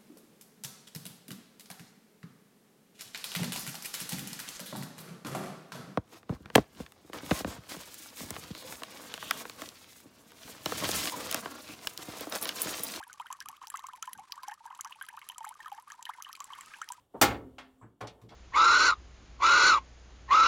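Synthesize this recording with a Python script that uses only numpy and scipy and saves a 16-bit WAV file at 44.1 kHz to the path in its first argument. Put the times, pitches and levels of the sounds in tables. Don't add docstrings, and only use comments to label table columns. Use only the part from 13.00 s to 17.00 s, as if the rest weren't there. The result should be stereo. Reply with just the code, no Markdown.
import sys
import numpy as np
from scipy import signal
from scipy.fft import rfft, irfft
from scipy.io import wavfile
from scipy.ndimage import uniform_filter1d

SR = 44100
rng = np.random.default_rng(int(sys.argv[2]) if len(sys.argv) > 2 else 0)


def pcm_store(signal):
    levels = np.round(np.clip(np.atleast_2d(signal), -1, 1) * 32767)
    wavfile.write(sys.argv[1], SR, levels.astype(np.int16).T)


N = 176400
SWELL_S, SWELL_WIDTH_S = 3.687, 0.2


def from_db(db):
    return 10 ** (np.asarray(db) / 20)


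def unit_rms(x):
    return x / np.sqrt(np.mean(x ** 2) + 1e-20)


def add(out, s, sound):
    i = int(np.clip(s * SR, 0, N - 1))
    out[i:i + len(sound)] += sound[:N - i]


def curves(table):
    hz, *columns = np.transpose(table)
    grid = np.log(np.arange(N // 2 + 1) * SR / N + 1e-6)
    return [np.interp(grid, np.log(hz), column) for column in columns]


def noise_pair(spectrum):
    white = rng.standard_normal((2, N))
    return unit_rms(irfft(rfft(white) * from_db(curves(spectrum)[0]), N))


# f/Hz, relative level/dB
HISS_EQ = [(700, -4), (1100, 8), (2500, 1.5), (6000, -1.5), (11500, -9), (13000, -22.5), (16000, -18)]

def hiss():
    t = np.arange(N) / SR
    flicker_db = 4.5 * unit_rms(uniform_filter1d(rng.standard_normal(N), size=500))
    swell = from_db(-56) * np.exp(-((t - SWELL_S) / SWELL_WIDTH_S) ** 2)
    return noise_pair(HISS_EQ) * np.hypot(from_db(-65.5 + flicker_db), swell)


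# f/Hz, relative level/dB
RUMBLE_EQ = [(28, -29), (48, -2), (85, -0.5), (200, -4.5), (450, -12), (900, -4), (3000, -51)]

def rumble(width=0.64):
    mid, side = noise_pair(RUMBLE_EQ)
    return from_db(-80) * (mid + width * np.array([side, -side]))


# t/s, level/dB
BUMP_CUES = [(.47, -69.5), (1.183, -66.5), (3.68, -76)]

def bumps(width_s=0.045):
    t = np.arange(N) / SR
    band = signal.butter(2, [70, 260], "band", fs=SR, output="sos")
    bass = unit_rms(signal.sosfilt(band, rng.standard_normal(N)))
    return bass * sum(from_db(db) * np.exp(-((t - s) / width_s) ** 2) for s, db in BUMP_CUES)


def reflections(x, t60_s):
    t = np.arange(SR // 3) / SR
    response = rng.standard_normal((2, len(t))) * from_db(-60 * t / t60_s) * (t > 0.0005)
    response /= np.sqrt((response ** 2).sum(axis=1, keepdims=True))
    return signal.fftconvolve(x[None], response, axes=1)[:, :N]


# f/Hz, left minus right level/dB, left phase lead/rad
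STEREO_IMAGE = [(716, 11, 2), (1098, 0, 0.42), (1470, 5, 2), (1700, 7.5, 1.5), (1917, -4.5, 1.25),
                (2674, 11.5, 4), (2880, 0, 0.82), (3150, 6, 0.5), (4670, 3.5, 4), (5600, 20, 4.5),
                (6600, -4, 5), (7380, 4.5, 5), (9240, 10, 4), (9180, 0, 2), (16200, -0.5, -3)]

def direct_path(x):
    balance_db, lead = curves(STEREO_IMAGE)
    gains = from_db(np.array([balance_db, -balance_db]) / 2)
    gains /= np.sqrt(np.mean(gains ** 2, axis=0))
    return irfft(rfft(x) * gains * np.exp(.5j * np.array([lead, -lead])), N)


# f/Hz, relative level/dB
RIM_MODES = [(2920, 4.5), (4260, 2), (6090, 3.5), (7550, 3), (10560, 5)]

def rim(x, width_hz=726):
    bright = signal.sosfilt(signal.butter(3, 1700, "high", fs=SR, output="sos"), x + 1e-18)
    ring = sum(from_db(db) * signal.lfilter(*signal.iirpeak(hz, hz / width_hz, fs=SR), bright)
               for hz, db in RIM_MODES)
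    return (bright + from_db(3) * ring) / 2


def droplets(delay_s, offset_db, spread_db, low_hz, high_hz):
    s, parent_db, _, _ = np.repeat(np.array(PLINK_CUES), 2, axis=0).T
    late, size, pitch = rng.random((len(s), 3)).T
    accent_db = spread_db * np.minimum(-np.log(size), 2)
    db = (parent_db + parent_db.mean()) / 2 + offset_db + accent_db
    return zip(s + 2 * delay_s * late, db, low_hz * (high_hz / low_hz) ** pitch)


def tick(hz, crack=1.46, crack_s=0.00011, ring_cycles=15):
    t = np.arange(SR // 100) / SR
    envelope = (1 - np.exp(-2 * hz * t)) * from_db(-60 * hz * t / ring_cycles)
    burst = rng.standard_normal(len(t)) * np.exp(-t / crack_s)
    return np.sin(2 * np.pi * hz * t) * envelope + crack * burst / np.sqrt(np.sum(burst ** 2))


# t/s, relative level/dB, f/Hz
TICK_CUES = [(0.13, -37, 6600), (0.199, -40, 3430), (0.3272, -29.5, 6600), (0.4043, -27.5, 5570),
             (0.4869, -27.5, 12000), (0.6712, -30, 5400), (0.682, -40, 5750), (0.7016, -29, 7700),
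             (0.772, -33.5, 6500), (0.8685, -32.5, 7300), (1.0261, -23.5, 6920), (1.1325, -26, 11560),
             (1.3219, -19, 4930), (1.4332, -34.5, 4570), (1.4834, -32, 5700), (1.8098, -25, 6700),
             (1.8472, -31, 5330), (2.025, -33.5, 9500), (2.088, -31, 9200), (2.2892, -28.5, 11100),
             (2.382, -31.5, 7600), (2.45, -35, 6950), (2.4912, -34, 10900), (2.92, -34.5, 6800),
             (3.0267, -33.5, 7240), (3.054, -32, 3900), (3.2236, -27, 6330), (3.3295, -31, 5500),
             (3.3534, -33.5, 4500), (3.4038, -28, 7130), (3.4427, -32.5, 7900), (3.6097, -32, 7260),
             (3.8173, -33.5, 6100), (3.889, -29.5, 5460), (3.9211, -25.5, 8950)]

def impacts():
    out = np.zeros(N)
    spray = droplets(delay_s=0.027, offset_db=-9.5, spread_db=5, low_hz=3120, high_hz=13200)
    for s, db, hz in TICK_CUES:
        add(out, s, from_db(db + 6.5) * tick(hz))
    for s, db, _, _ in PLINK_CUES:
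        snap_hz = 3090 * 2 ** rng.uniform(-0.287, 0.528)
        add(out, s, from_db(db - 6.5) * tick(snap_hz))
    for s, db, hz in spray:
        add(out, s, from_db(db) * tick(hz, crack=2.02))
    return out


def bubble(hz, rise, attack_s=0.00016, float_s=0.077, surface_climb=0.57):
    t = np.arange(SR // 10) / SR
    climb = np.clip(rise * t + (t / float_s) ** 4, 0, 2)
    glide_hz = hz * (1 + climb + 1.71 * climb ** 2)
    t60_s = 0.071 * (1000 / hz) ** 1.26
    envelope = (1 - np.exp(-t / attack_s)) ** 2 * from_db(-60 * t / t60_s)
    surfacing = np.exp(-(climb / surface_climb) ** 4)
    return np.sin(2 * np.pi * np.cumsum(glide_hz) / SR) * envelope * surfacing


def deep_bubbles(per_s=32, low_hz=853.5, high_hz=1259, mean_rise=3.86):
    out = np.zeros(N)
    for slot, (late, size, pitch, speed) in enumerate(rng.random((per_s * N // SR, 4))):
        hz = low_hz * (high_hz / low_hz) ** pitch
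        add(out, (slot + late) / per_s, from_db(-53 + 9 * size) * bubble(hz, 2 * mean_rise * speed))
    return out


def small_bubbles(low_hz=1405, high_hz=2620, rise=13.9):
    out = np.zeros(N)
    for s, db, hz in droplets(delay_s=0.014, offset_db=-12, spread_db=3, low_hz=low_hz, high_hz=high_hz):
        add(out, s, from_db(db) * bubble(hz, rise * rng.uniform(0, 2)))
    for when, pitch in rng.random((20, 2)):
        hz = low_hz * (high_hz / low_hz) ** pitch
        add(out, SWELL_S + SWELL_WIDTH_S * (2 * when - 1), from_db(-46) * bubble(hz, rise))
    return out


# t/s, relative level/dB, starting f/Hz, climb rate/(1/s)
PLINK_CUES = [(0.0001, -37, 789, 20.5), (0.028, -35.5, 1563, 11.5), (0.098, -39, 1440, 4.5),
              (0.135, -61, 856, -3), (0.1985, -31.5, 895, 14), (0.259, -38.5, 1346, 24),
              (0.303, -32.5, 952, 12), (0.3265, -39.5, 1056, 7.5), (0.411, -35, 1563, 19),
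              (0.458, -37, 1130, 7), (0.4878, -43, 798, 16), (0.528, -43, 1077, 8), (0.6155, -39, 997, 18),
              (0.6347, -41, 922, 14.5), (0.702, -42, 1660, 8.5), (0.7408, -28, 1030, 18.5),
              (0.7554, -34.5, 1967, 3), (0.79, -40.5, 1025, 9), (0.8402, -34.5, 978, 12),
              (0.8856, -36.5, 1042, 17), (0.934, -38.5, 964, 4.5), (1.0278, -37.5, 3170, 14),
              (1.0269, -33.5, 1300, 6.5), (1.075, -32.5, 982, 3.5), (1.1302, -44, 1920, 6),
              (1.187, -38.5, 782, 6), (1.327, -45, 1123, 1.5), (1.3773, -38, 1085, 7.5),
              (1.4323, -36.5, 1012, 2), (1.479, -31.5, 826, -2), (1.495, -37.5, 1470, 34.5),
              (1.5129, -37, 842, 6.5), (1.5182, -36.5, 1705, 7), (1.6543, -37, 892, 5),
              (1.7036, -38.5, 842, 29.5), (1.726, -41, 994, 7.5), (1.7905, -36.5, 1005, 30.5),
              (1.8477, -35.5, 1018, 21.5), (1.857, -40, 890, 2.5), (1.9066, -44, 936, 8),
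              (1.923, -34, 2530, 44), (2.0122, -30, 1507.0, 9.5), (2.024, -40, 3080, 18),
              (2.0856, -36, 1540, 18.5), (2.138, -43, 867, 4), (2.1728, -37, 1016, 30.5),
              (2.216, -37.5, 2040, 39), (2.229, -51, 985, 5), (2.299, -32, 2970, 12),
              (2.2963, -41.5, 948, 5.5), (2.3804, -41, 960, 1.5), (2.4061, -35.5, 891, 0),
              (2.443, -33, 974, 65), (2.4642, -36.5, 850.5, 0.5), (2.5084, -40.5, 904, 14.5),
              (2.6034, -35.5, 1803, 3), (2.646, -40.5, 1670, 1), (2.6592, -34.5, 1215, 3),
              (2.677, -40.5, 1033, 3), (2.7177, -32, 815, -2), (2.7775, -39.5, 850, 7),
              (2.875, -42.5, 1134, 5.5), (2.902, -36, 1520, 28), (2.919, -41, 1117, 6),
              (2.9906, -43, 938, 7.5), (3.0539, -35, 2980, 6), (3.066, -35.5, 1760, 11),
              (3.091, -29.5, 846, 35.5), (3.1361, -38, 2070, -7), (3.1834, -42, 950, 0.5),
              (3.201, -41, 1000, 31), (3.248, -35.5, 2880, 14), (3.266, -41, 1120, 7),
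              (3.2927, -40, 962, 30.5), (3.3517, -35, 2390, -17), (3.405, -33.5, 1096, 4.5),
              (3.503, -38, 1086, 4.5), (3.5251, -40.5, 917, 12), (3.534, -34, 2970, 26),
              (3.585, -39, 1062, 6.5), (3.608, -39, 1810, 47), (3.7374, -33.5, 2290, 31.5),
              (3.7381, -37, 1590, 9), (3.8157, -28.5, 1284, 19), (3.902, -33, 948, 3)]

def plinks():
    out = np.zeros(N)
    for s, db, hz, rise in PLINK_CUES:
        add(out, s, from_db(db + 2.5) * bubble(hz, rise))
    return out


def scene():
    bed = hiss() + rumble() + bumps()
    low_cut = signal.cheby1(8, .5, 753, "high", fs=SR, output="sos")
    bubbles = signal.sosfilt(low_cut, plinks() + small_bubbles() + deep_bubbles() + 1e-18)
    ticks = rim(impacts())
    water = bubbles + ticks
    scatter = from_db(-5.5) * reflections(ticks, t60_s=0.019)
    bucket = from_db(-11.5) * reflections(bubbles, t60_s=0.08)
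    garden = from_db(-27) * reflections(water, t60_s=0.28)
    return bed + direct_path(water) + scatter + bucket + garden


def record(dry):
    return signal.sosfilt(signal.ellip(10, .1, 70, 16400, fs=SR, output="sos"), dry)


dry = scene()
out = record(dry)
pcm_store(out)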